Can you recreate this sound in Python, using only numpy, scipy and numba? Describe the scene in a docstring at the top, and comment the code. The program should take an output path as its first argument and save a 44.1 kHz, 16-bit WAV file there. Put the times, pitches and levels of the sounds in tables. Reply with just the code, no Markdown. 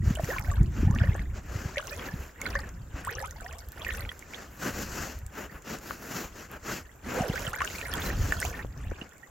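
"""Light wind rumbles and bumps at two close microphones, over a quiet outdoor hiss.
A jacket and trousers swish nearby: noise shaped stroke by stroke. Rubber boots wade through
shallow water: thousands of small rings gurgle and spray, droplets tick, larger bubbles ring and
glide in pitch. Later a hollow behind a boot hums: noise through a moving resonance."""
import sys
import numpy as np
from scipy import signal
from scipy.io import wavfile
from scipy.ndimage import uniform_filter1d
from numba import njit

SR = 44100
rng = np.random.default_rng(int(sys.argv[2]) if len(sys.argv) > 2 else 0)


def master(y):
    """Save y as 16-bit WAV."""
    cut = np.clip(np.atleast_2d(y).T, -1, 1)
    pcm = np.round(cut * 32767)  # scale
    wavfile.write(sys.argv[1], SR, pcm.astype(np.int16))


N = 410130  # length of the scene in samples

# Left-right values are left minus right, so a positive one leans left. 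Levels of colours are relative.
# Strength of the wind: t/s, level/dB
WIND_STRENGTH = [(0.0, -32), (0.05, -27), (0.07, -24), (0.28, -39.5), (0.57, -27.5), (0.62, -19),
                 (0.7, -28), (0.9, -22), (2.07, -50.5), (2.15, -36.5), (2.35, -56), (2.48, -36.5),
                 (3.7, -45), (4.04, -37.5), (4.17, -56), (4.9, -40.5), (5.75, -52), (7.17, -50), (7.2, -38),
                 (7.82, -45), (8.24, -25.5), (8.34, -35), (8.81, -39), (8.86, -29.5), (9.09, -59.5),
                 (9.3, -62)]
# Colour of the wind rumble: f/Hz, level/dB
WIND_SPECTRUM = [(12, -47), (24, -38), (51, 8), (80, 0), (150, -12), (193, -13), (400, -26.5), (520, -63),
                 (880, -120)]
# Single eddies that push the diaphragm in: t/s, peak level/dB, f/Hz
WIND_BUMPS = [(0.009, -18.5, 103), (0.081, -15.5, 98), (0.11, -13.5, 148), (0.239, -18, 116),
              (0.4, -23, 87.4), (0.507, -18.5, 86), (0.613, -7.5, 109), (0.646, -17.5, 78.0),
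              (0.833, -17, 226), (0.852, -15, 94), (0.875, -12, 120), (0.905, -12.5, 129),
              (0.963, -19.5, 183), (1.02, -11.5, 87.5), (1.094, -11.5, 90), (1.316, -33, 83),
              (1.56, -20.5, 97), (1.66, -21, 104), (2.142, -22, 136), (2.945, -27, 71.6),
              (4.043, -25.5, 77), (5.235, -29.0, 74.6), (5.265, -29, 64.6), (7.21, -16.5, 159),
              (7.301, -17, 143), (7.48, -24.5, 129), (8.247, -24.5, 70.4), (8.871, -25.5, 79.5),
              (9.02, -29.5, 223)]
WIND_TILT = -1.66  # dB per octave, when the wind level is -31.5 dB
TILT_PER_DB = 0.1175  # change of that tilt for each dB of wind level

# Colour of the quiet outdoors: f/Hz, level/dB
AIR_SPECTRUM = [(18, -39), (36, -9), (75, 3), (745, -9), (1680, -7.5), (3710, -42), (7350, -10),
                (9080, -37), (15000, -18), (16200, -55)]
AIR_DB = -58.5

# Cloth rubs cloth: start t/s, length/s, level/dB, crispness/dB, fullness/dB, left-right/dB
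CLOTH_STROKES = [(0.04, 0.12, -48.5, -9.5, -6, 1), (0.2, 0.2, -47, -4, -6.5, 1),
                 (0.42, .1, -56, -2, -22, -1), (0.72, .16, -53, -9.5, -1.5, 0.5),
                 (0.9, 0.34, -64.5, -3, 4, -1), (1.34, 0.064, -52.5, -14, -3, 1),
                 (1.46, 0.3, -49, -10.5, -4, 3.5), (1.8, 0.19, -55, -2, -7, 2),
                 (1.95, .17, -53.5, -4, -0.5, 2), (2.12, 0.19, -54.5, -4, -3, 0.5),
                 (2.39, 0.17, -58.5, 0, 6, 1), (2.6, 0.13, -65.5, -4, 6.5, 3),
                 (2.93, 0.11, -53.5, -12, -1, 1.5), (3.15, 0.51, -74, 9, -6, 1),
                 (3.72, 0.38, -60.5, 0, -1, 1), (4.05, 0.25, -61, -4, -6.5, -2),
                 (4.26, 0.23, -51.5, -11, -7, 1.5), (4.45, 0.36, -60.5, 3, -2.5, 1),
                 (4.6, 0.12, -38.5, -7, -5, 2), (4.72, .16, -41, -7.5, -7.5, 2.5),
                 (4.86, 0.29, -41.5, -8, -7.5, 3), (5.33, .14, -49, -6, -1.5, 2.5),
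                 (5.5, 0.094, -61.5, 2, 4, 2), (5.65, .14, -44.5, -9, -5.5, 2.5),
                 (5.81, .18, -48.5, -4, -6.5, 1), (5.98, 0.18, -50, -2, -5.5, 1.5),
                 (6.08, .2, -41.5, -6, -7, 2), (6.33, .14, -49.5, -8, -6.5, 2.5),
                 (6.49, 0.1, -57, -4, 3, 0.5), (6.645, 0.16, -40, -8, -6, 1.5),
                 (7.06, 0.19, -44.5, -7.5, -1, 3), (7.28, 0.23, -46, -7, -6.5, -2),
                 (7.6, 0.27, -46, -6.5, -12, 1), (7.9, 0.3, -49.5, -9, 2.5, -2),
                 (8.0, 0.11, -42, -1.5, -7, 0.5), (8.16, 0.22, -42.5, -6.5, -9, 1.5),
                 (8.38, 0.14, -42.5, -7, -11.5, 0), (8.5, 0.14, -57.5, -3, 1.5, 0),
                 (8.75, 0.092, -63, -17, -3, 1), (8.96, 0.12, -61, -17, 0, 2)]
# Colour of the cloth: f/Hz, level/dB
CLOTH_SPECTRUM = [(71, -56), (120, 2), (236, 2), (328, -0.5), (495, -2.5), (974, -8), (1170, -6),
                  (1530, -3), (2260, -12.5), (2660, -11), (3620, -24.5), (7130, -17.5), (8930, -40),
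                  (12700, -28), (16200, -31)]
# How alike the cloth sounds left and right: f/Hz, likeness (1 = the same)
CLOTH_LIKENESS = [(60, 0.99), (130, 0.97), (290, 1), (640, 0.6), (1410, 0.82), (3100, 0.94), (6820, 0.88),
                  (15000, 1)]
# Level at both ends of a stroke [dB], flatness of its top, cloth between strokes [dB]
STROKE_EDGE_DB, STROKE_SQUARE, REST_DB = -11.5, 2.4, -74.5
WIDEN = 0.17  # largest share of likeness that the swish loses while the water is churned

# A boot sets small bubbles loose: start t/s, length/s, level/dB, spray above that/dB (both relative)
BOOT_SLOSHES = [(0.1, 0.57, -49, 2.5), (0.82, 0.45, -48, -5), (1.74, 0.41, -47, 2), (2.39, 0.25, -47.5, 1),
                (3.02, 0.28, -46.5, 2.5), (3.34, .3, -52, 3), (3.78, 0.3, -46, 1), (4.28, 0.19, -57, 0),
                (7.1, 0.67, -44.5, 3), (7.72, 0.46, -46, 4.5), (8.18, .46, -46, -1),
                (8.74, 0.35, -57.5, -2), (9.21, 0.04, -80, -19)]
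# Colour of the small bubbles and the spray: f/Hz, level/dB
WATER_SPECTRUM = [(250, -9.5), (600, -1.5), (1200, 1.5), (1740, 12), (2400, 3.5), (3600, -0.5), (7000, 9.5),
                  (9000, 5), (15000, 12)]
# Level at both ends of a slosh [dB], flatness of its top, still water [dB]
SLOSH_EDGE_DB, SLOSH_SQUARE, CALM_DB = -10.5, 3.25, -64

# Droplets and bursting films: t/s, relative level/dB, ring f/Hz, left-right/dB
DROPLETS = [(0.1532, -32, 7300.0, -9.5), (0.2448, -32.5, 6200.0, 2), (0.396, -29.5, 13400, 1.0),
            (0.632, -41, 6960, -1.0), (0.9107, -37.5, 6450, -2), (0.95, -36.5, 6000, -1),
            (1.784, -35, 5970, -0.5), (1.872, -30, 6000, -2.5), (2.4158, -26.5, 6850, -1.0),
            (2.4635, -33, 4420, -8), (2.5031, -37, 5630, -1), (2.506, -37, 4730, -7),
            (2.562, -41, 4900.0, -2), (2.589, -43, 4650, -1), (2.5912, -34, 4530, -1),
            (2.6914, -39, 6400, -2.5), (3.05, -29.5, 7840, -2.0), (3.068, -38, 8000, 1),
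            (3.112, -32, 13000.0, -6.5), (3.1947, -38, 4600.0, -5), (3.2155, -39, 7550, 11),
            (3.2732, -41, 6820, 1.5), (3.3098, -33, 6370, -3.5), (3.4088, -39, 7450, -9),
            (3.528, -38, 7100.0, -2.0), (3.5854, -38, 7400, -0.5), (3.59, -38.5, 5700, -5.5),
            (3.687, -35, 11800, -1), (3.7201, -31, 12800, -2), (3.8689, -36, 12100, -1),
            (3.951, -37.5, 5940, 1), (3.954, -39, 13800.0, -1), (3.9726, -32, 11100, 0.0),
            (3.9994, -48, 6500.0, 7), (4.1238, -40, 10600, -2.0), (4.193, -35.5, 7200.0, 1),
            (5.1893, -35, 13200, -2.5), (5.265, -36, 7500, -0.5), (5.6224, -43.5, 6840, 1),
            (5.7872, -38, 6900, -1), (5.9074, -47, 6460, 9), (6.5156, -35, 11900, 0.0),
            (7.3574, -35, 6200.0, 0), (7.3945, -33, 6800.0, -1.0), (7.478, -31, 7960, -3.5),
            (7.4963, -30.0, 14600.0, -2.0), (7.533, -34, 6500.0, -0.5), (7.5687, -50, 13200, -7.0),
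            (7.6183, -35, 6850, 1.0), (7.648, -28.5, 6600, -13.5), (7.8702, -32, 14400, -9),
            (7.9127, -44, 6540, -7), (7.9385, -20, 13200, -1.5), (8.3226, -36, 7550, -19),
            (8.4023, -21.5, 8500, -1), (8.4157, -27, 5640, -2), (8.4518, -25, 6700, 1),
            (8.7768, -44, 5900.0, 4), (9.0929, -54, 6800, -23), (9.134, -51, 7170, -11),
            (9.182, -56, 7460, -26)]
# Trapped bubbles: t/s, level before fading/dB, start f/Hz, glide per length/octaves, length/ms, left-right/dB
LARGE_BUBBLES = [(0.157, -30, 2800, 0.16, 3.4, -3), (0.173, -32.5, 642, -0.085, 14, 2),
                 (0.196, -21.5, 693, -0.17, 8.7, 0), (0.288, -28, 440, 0.53, 24, -2),
                 (0.302, -31, 1940.0, -0.39, 33, -2.0), (0.314, -36, 705, 0.9, 24, 1),
                 (0.337, -35, 1790, -0.34, 46, -1), (0.363, -30, 1065, -0.044, 11, 2),
                 (0.384, -19, 2170, 0.096, 1.8, -3), (0.482, -38.5, 733, -0.079, 29, 1.0),
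                 (0.501, -35, 1680, 0.28, 5.1, 7), (0.515, -32.5, 1183, -0.07, 14, -1),
                 (0.879, -37, 745, 0.37, 16, -1), (0.908, -37, 830, 0.2, 14, 0),
                 (0.941, -35, 1180, -0.013, 10, 0), (0.96, -28.5, 1650.0, 0.16, 4.1, -2),
                 (0.987, -21.5, 2600, 0.021, 0.89, -3), (1.012, -33.5, 1400, 0.56, 15.5, -5),
                 (1.037, -32, 546, 0.13, 8.5, 0.0), (1.152, -23, 596, 0.1, 1.7, 0),
                 (1.194, -29, 2050.0, -0.034, 2.3, -2.0), (1.759, -30.5, 1830.0, 0.087, 5.7, -1),
                 (1.77, -26.5, 2330, -0.43, 11.5, 2), (1.772, -27.5, 563, 0.11, 23, 1),
                 (1.782, -15, 3040, -0.17, 0.57, -11), (1.788, -34.5, 1640, 0.0, 11, 5),
                 (1.796, -32, 1020, 0.64, 8, 0), (1.909, -41, 1690, 0.24, 35, -5),
                 (1.922, -37.5, 2400, 0.081, 17, -6), (2.087, -31.5, 1700, 0.02, 7, -1.0),
                 (2.417, -28, 2130, 0.049, 5.1, -6), (2.456, -27, 1980, 0.26, 6.8, -4.0),
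                 (2.465, -34, 4070, -0.005, 2.6, -16), (2.465, -26, 1460.0, 0.037, 6.5, -1),
                 (2.554, -33, 572, -0.04, 18, -1), (2.552, -29, 1095, 0.039, 7, -2),
                 (2.554, -20.5, 1646, 0.24, 10.0, 0.0), (2.634, -38, 1840.0, -0.09, 11, -5),
                 (3.072, -27.5, 925, 0.96, 23, -1), (3.092, -29, 1597, 0.26, 8.2, -9),
                 (3.115, -39, 430, 0.23, 31, -2), (3.17, -42, 470, 0.5, 35, 0),
                 (3.201, -34, 1860, 0.12, 4.6, -4), (3.226, -32.5, 780, 0.5, 27, 1),
                 (3.241, -32, 1310, -0.057, 15, 1), (3.36, -44.5, 840, 0.15, 18, 2),
                 (3.372, -54, 640, 0.24, 37, 0), (3.445, -40.5, 684, 0.23, 42, -3),
                 (3.527, -45, 612, 0.4, 33, 0), (3.463, -30.5, 1760.0, 0.13, 3.6, -3),
                 (3.819, -30.5, 3360.0, -0.027, 3.3, -4), (3.848, -23, 2460.0, 0.055, 1.5, 2),
                 (3.866, -27.5, 1760, 0.2, 8.9, -5), (3.889, -25.5, 1910, -0.17, 8.6, -5.0),
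                 (3.903, -29, 2220, 0.59, 4.1, -4), (3.907, -22, 1820.0, 0.19, 1.2, -3.0),
                 (4.051, -30, 1930, 0.38, 1.8, -2), (4.091, -36, 1920, 0.042, 9.2, -1.0),
                 (4.092, -28, 3200, 0.063, 3.1, -9), (4.117, -26.5, 1600, 0.21, 1.3, -1),
                 (4.225, -36, 1960, 0.22, 3.2, -7), (4.336, -30.5, 2300, -0.026, 2.3, -5),
                 (4.345, -32.5, 3200, 0.19, 2.3, -15), (5.9085, -19, 1360, -0.071, 1.4, 5.5),
                 (7.338, -31.5, 470, 0.27, 14, -6), (7.359, -27, 1560, 0.14, 11, -6),
                 (7.377, -26.5, 1780, 0.35, 5.0, -7), (7.467, -28, 3220, -0.2, 7.6, -7.5),
                 (7.47, -38, 560, 0.36, 9, -4.0), (7.479, -32, 1360, 0.0064, 8.7, 1),
                 (7.532, -27, 1210, 0.63, 12, -1.0), (7.561, -28, 1530.0, 0.027, 3.7, -2),
                 (7.607, -20, 1680, -0.65, 2.1, 1), (7.605, -20, 2150.0, -0.1, 1.7, -1),
                 (7.608, -26, 1000, 0.36, 25, 0), (7.617, -27, 2100.0, -0.065, 2.3, -2.0),
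                 (7.62, -30, 2760.0, 0.011, 2, 4), (7.618, -15.5, 1680, -0.3, 1.6, -1),
                 (7.644, -24, 1740.0, 0.1, 1.3, 2.0), (7.652, -26, 1590, 0.005, 5.5, 1),
                 (7.676, -21.5, 2880, -0.0086, 1.1, 8), (7.781, -36, 2600, -0.15, 13, -2.0),
                 (7.814, -22, 2500, -0.029, 1.3, -5), (7.938, -25, 3330, -0.041, 2.3, -12),
                 (7.945, -37.5, 1030, -0.39, 20.0, -1.0), (8.019, -30.5, 3270.0, 0.3, 4.4, -6),
                 (8.057, -37, 4120, -0.045, 24, -3), (8.102, -24.5, 1790, 0.064, 3.6, -1.0),
                 (8.323, -12.5, 1670, 0.071, 2.7, -4), (8.42, -25, 1640, -0.18, 5.5, -2.0),
                 (8.428, -21, 1990.0, -0.0021, 2.5, 1), (8.45, -35, 2310, 0.66, 14, -10),
                 (8.45, -26, 780, -0.12, 5.7, -6), (8.541, -37, 1820.0, -0.03, 17, 2),
                 (8.648, -22.5, 500, -0.64, 1.3, 1.0), (8.913, -32.5, 1510, 0.09, 1.6, 0),
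                 (8.918, -22.5, 420, -0.23, 1.9, 6), (9.014, -34, 2790, 0.061, 7.9, -9),
                 (9.231, -43.5, 1830, 0.11, 16, -7)]
LAG_PER_DB = 0.4  # samples by which the quieter side hears a ring later, per dB of lean

# A hollow behind the boot narrows and collapses: t/s, resonance f/Hz, level/dB
HOLLOW_PATH = [(7.03, 170, -55), (7.07, 220, -38), (7.12, 326, -46), (7.18, 510, -32), (7.21, 800, -35),
               (7.24, 560, -35), (7.28, 406, -35), (7.32, 380, -39)]

EDGE_HZ = 16050  # upper limit of the whole sound


def gain_of(db):
    """Turn decibels into a factor for the wave."""
    return 10 ** (np.asarray(db) / 20)


def evened(x):
    """Scale to an rms of 1."""
    return x / np.sqrt(np.mean(x ** 2) + 1e-20)


def read(points, hz):
    """Read a colour table, with straight lines along log frequency."""
    f, value = np.transpose(points)
    return np.interp(np.log(hz + 1), np.log(f + 1), value)


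def follow(rows, t):
    """Follow each column of a table over time, with straight lines between rows."""
    s, *columns = np.transpose(rows)
    return [np.interp(t, s, c) for c in columns]


def arches(rows, t, edge_db, square, rest_db):
    """Events swell and fade in an arch: their summed level in dB, and other columns weighted by power."""
    start, length, db, *columns = np.transpose(rows)[:, :, None]
    from_middle = abs(2 * (t - start) / length - 1)
    power = gain_of(db + edge_db * from_middle ** square) ** 2
    total = power.sum(0) + gain_of(rest_db) ** 2
    return [10 * np.log10(total)] + [(power * c).sum(0) / total for c in columns]


def hiss(field_db, same, size):
    """Stereo noise from random short-time spectra; field_db(hz, t) sets level, same(hz, t) likeness."""
    hop = size // 4
    hz = np.fft.rfftfreq(size, 1 / SR)[:, None]
    t = np.arange(N // hop + 5) * hop / SR
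    a, b, c, d = rng.standard_normal((len(t), len(hz), 4)).T
    likeness = np.clip(same(hz, t), -1, 1)
    left = a + 1j * b
    right = likeness * left + np.sqrt(1 - likeness ** 2) * (c + 1j * d)
    spectra = np.array([left, right]) * gain_of(field_db(hz, t))
    return signal.istft(spectra, nperseg=size, noverlap=size - hop)[1][:, :N] / np.sqrt(2 * size / 3)


def per_bin(colour, lo_hz, hi_hz, size):
    """Level shift in dB that brings a band of the colour to an rms of 1."""
    hz = np.fft.rfftfreq(size, 1 / SR)
    band = hz[(hz > lo_hz) & (hz < hi_hz)]
    return -10 * np.log10(np.sum(gain_of(read(colour, band)) ** 2) * 2 / size)


def patches(hz, t, wide, long):
    """Random blotches over frequency and time, with a spread of 1."""
    field = rng.standard_normal((len(t), len(hz))).T
    return evened(uniform_filter1d(uniform_filter1d(field, wide, 0), long, 1))


@njit
def rings(n, start, lag, left, right, step, glide, length, rise, fade, shape):
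    """Add up gliding, dying sine waves in stereo; times are in samples."""
    out = np.zeros((2, n))
    for k in range(len(start)):
        phase = 0.
        a, b = start[k] + max(-lag[k], 0), start[k] + max(lag[k], 0)
        for i in range(min(int(2.5 * length[k]) + 8, n - max(a, b))):
            u = i / length[k]
            phase += step[k] * 2 ** (glide[k] * min(u, 1.5))
            v = np.sin(phase) * (1 - np.exp(-i / rise)) * np.exp(-fade * u ** shape)
            out[0, a + i] += left[k] * v
            out[1, b + i] += right[k] * v
    return out


def ring(s, db, hz, octaves, ms, pan_db, rise_ms, fade, shape):
    """Tones that start suddenly, glide in pitch and die; the quieter side hears them later."""
    start = (s * SR).astype(np.int64)
    lag = np.round(LAG_PER_DB * pan_db).astype(np.int64)
    left, right = gain_of(db + pan_db / 2), gain_of(db - pan_db / 2)
    return rings(N, start, lag, left, right, 2 * np.pi * hz / SR, octaves,
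                 ms * SR / 1000, rise_ms * SR / 1000, fade, shape)


def wind():
    """Wind makes a lumpy rumble, nearly alike on both sides, and eddies push the diaphragm in."""
    def field(hz, t):
        db = follow(WIND_STRENGTH, t)[0]
        tilt = WIND_TILT + TILT_PER_DB * (db + 31.5)
        lumps = 4.6 * patches(hz, t, wide=4, long=2)
        colour = read(WIND_SPECTRUM, hz) + per_bin(WIND_SPECTRUM, 25, 160, size=2048)
        return colour + db + tilt * np.log2((hz + 10) / 80) + lumps

    def same(hz, t):
        return .999 - (hz / 900) ** 2

    rumble = hiss(field, same, size=2048)
    t, bumps = np.arange(N) / SR, np.zeros(N)
    for s, db, hz in WIND_BUMPS:
        u = (t - s) * hz  # time in cycles
        near = abs(u) < 3
        bumps[near] -= gain_of(db) * np.cos(2 * np.pi * u[near]) * np.exp(-(u[near] / 0.48) ** 2)
    return rumble + bumps


def air():
    """The quiet outdoors is steady noise, less alike left and right towards the treble."""
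    def field(hz, t):
        return read(AIR_SPECTRUM, hz) + 0 * t

    def same(hz, t):
        return 300 / (hz + 300)

    return gain_of(AIR_DB) * evened(hiss(field, same, size=1024))


def swish():
    """Fine fibres slip too densely to count; crispness shifts the top, fullness the bottom."""
    def field(hz, t):
        db, crisp_db, full_db, pan_db = arches(CLOTH_STROKES, t, STROKE_EDGE_DB, STROKE_SQUARE, REST_DB)
        top = np.clip((hz - 8000) / 1500, 0, 1)
        bottom = np.clip((4200 - hz) / 1800, 0, 1)
        flicker = 1.32 * evened(uniform_filter1d(rng.standard_normal(len(t)), size=3))
        flicker = flicker + 1.4 * patches(hz, t, wide=8, long=14)
        colour = read(CLOTH_SPECTRUM, hz) + top * (crisp_db + 9.0) + bottom * full_db
        middle = colour + db + flicker
        lean = pan_db / 2 * np.clip(hz / 700, 0, 1)  # the bass leans less
        return np.array([middle + lean, middle - lean]) + per_bin(CLOTH_SPECTRUM, 5000, 8000, size=512)

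    def same(hz, t):
        churn_db = arches(BOOT_SLOSHES, t, SLOSH_EDGE_DB, SLOSH_SQUARE, CALM_DB)[0]
        churned = np.clip((churn_db + 60) / 16, 0, 1)
        return read(CLOTH_LIKENESS, hz) * (1 - WIDEN * churned * np.clip(hz / 1500, .2, 1))

    return hiss(field, same, size=512)


def swarm(count, lo_hz, hi_hz, cycles, spread_db, largest, flies, glide, rise_ms, db):
    """Thousands of small bubbles or drops ring, louder as the water is churned (flies = 1 for spray)."""
    when, pitch, size, long, side, bend = rng.random((count, 6)).T
    s = when * N / SR
    hz = lo_hz * (hi_hz / lo_hz) ** pitch
    churn_db, spray_db = arches(BOOT_SLOSHES, s, SLOSH_EDGE_DB, SLOSH_SQUARE, CALM_DB)
    size_db = -spread_db * np.log(size + abs(largest))  # "largest" keeps the loudest in bounds
    level_db = db + churn_db + 45 + flies * spray_db + read(WATER_SPECTRUM, hz) + size_db
    ms = 1000 * cycles * (0.23 + 1.48 * long) / hz
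    return ring(s, level_db, hz, glide * (bend - .25), ms, 18 * (side - .6), rise_ms, fade=1.765, shape=0.64)


def gurgle():
    """Small bubbles under the water ring low and fairly long."""
    return swarm(count=4500, lo_hz=348.6, hi_hz=3795, cycles=11.46, spread_db=5.5, largest=0.088,
                 flies=0, glide=0.467, rise_ms=0.39, db=-46.5)


def spray():
    """Flying drops make higher, shorter rings."""
    return swarm(count=4000, lo_hz=2600, hi_hz=15570, cycles=4.1, spread_db=5.5, largest=0.034,
                 flies=1, glide=0.18, rise_ms=0.17, db=-45)


def ticks():
    """A droplet lands or a film bursts: a bare click and a very short ring."""
    s, db, hz, pan_db = np.transpose(DROPLETS)
    tone = ring(s, db + 1.5, hz, 0 * s, 6000 / hz + .4, pan_db, rise_ms=0.024, fade=2.2, shape=1.85)
    click = ring(s, db + 11.5, 0 * s + 9000, 0 * s - 1.2, 0 * s + 0.11, pan_db,
                 rise_ms=0.0066, fade=2.8, shape=1.8)
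    return tone + click


def bubbles():
    """Each larger trapped bubble rings alone, gliding up or down in pitch as it dies."""
    return ring(*np.transpose(LARGE_BUBBLES), rise_ms=0.077, fade=1.14, shape=1.4)


def near_echoes(water):
    """Boots, legs and the water surface throw short echoes back."""
    echo = np.zeros((2, 1200))
    echo[:, 0] = 1  # the direct sound
    fall_db = -30 - 60 * np.arange(1140) / SR / 0.053  # falls 60 dB in 0.053 s
    echo[:, 60:] = gain_of(fall_db) * rng.standard_normal((2, 1140))
    return signal.oaconvolve(water, echo, axes=1)[:, :N]


def hollow():
    """Noise of churned water is heard through the hollow's moving resonance, stronger on the right."""
    t = np.arange(N) / SR
    hz, db = follow(HOLLOW_PATH, t)
    turn = np.exp(2j * np.pi * np.cumsum(hz) / SR)
    r = np.exp(-np.pi * 70 / SR)  # resonance 70 Hz wide
    # shift the moving resonance to 0 Hz, smooth the noise there and shift it back
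    tone = (turn * signal.lfilter([1 - r], [1, -r], rng.standard_normal(N) / turn)).real
    open_now = (t > HOLLOW_PATH[0][0]) * (t < HOLLOW_PATH[-1][0])
    return evened(tone) * gain_of(db) * open_now * gain_of([[-2], [2]])


def scene():
    """Mix wind, outdoor air, cloth and water with its echoes."""
    water = gurgle() + spray() + ticks() + bubbles()
    return wind() + air() + swish() + near_echoes(water) + hollow()


def record(dry):
    """Cut off the highest treble with a steep filter."""
    low_pass = signal.firwin(511, EDGE_HZ, window=("kaiser", 9), fs=SR)
    return signal.oaconvolve(dry, low_pass[None], "same")


dry = scene()
out = record(dry)
master(out)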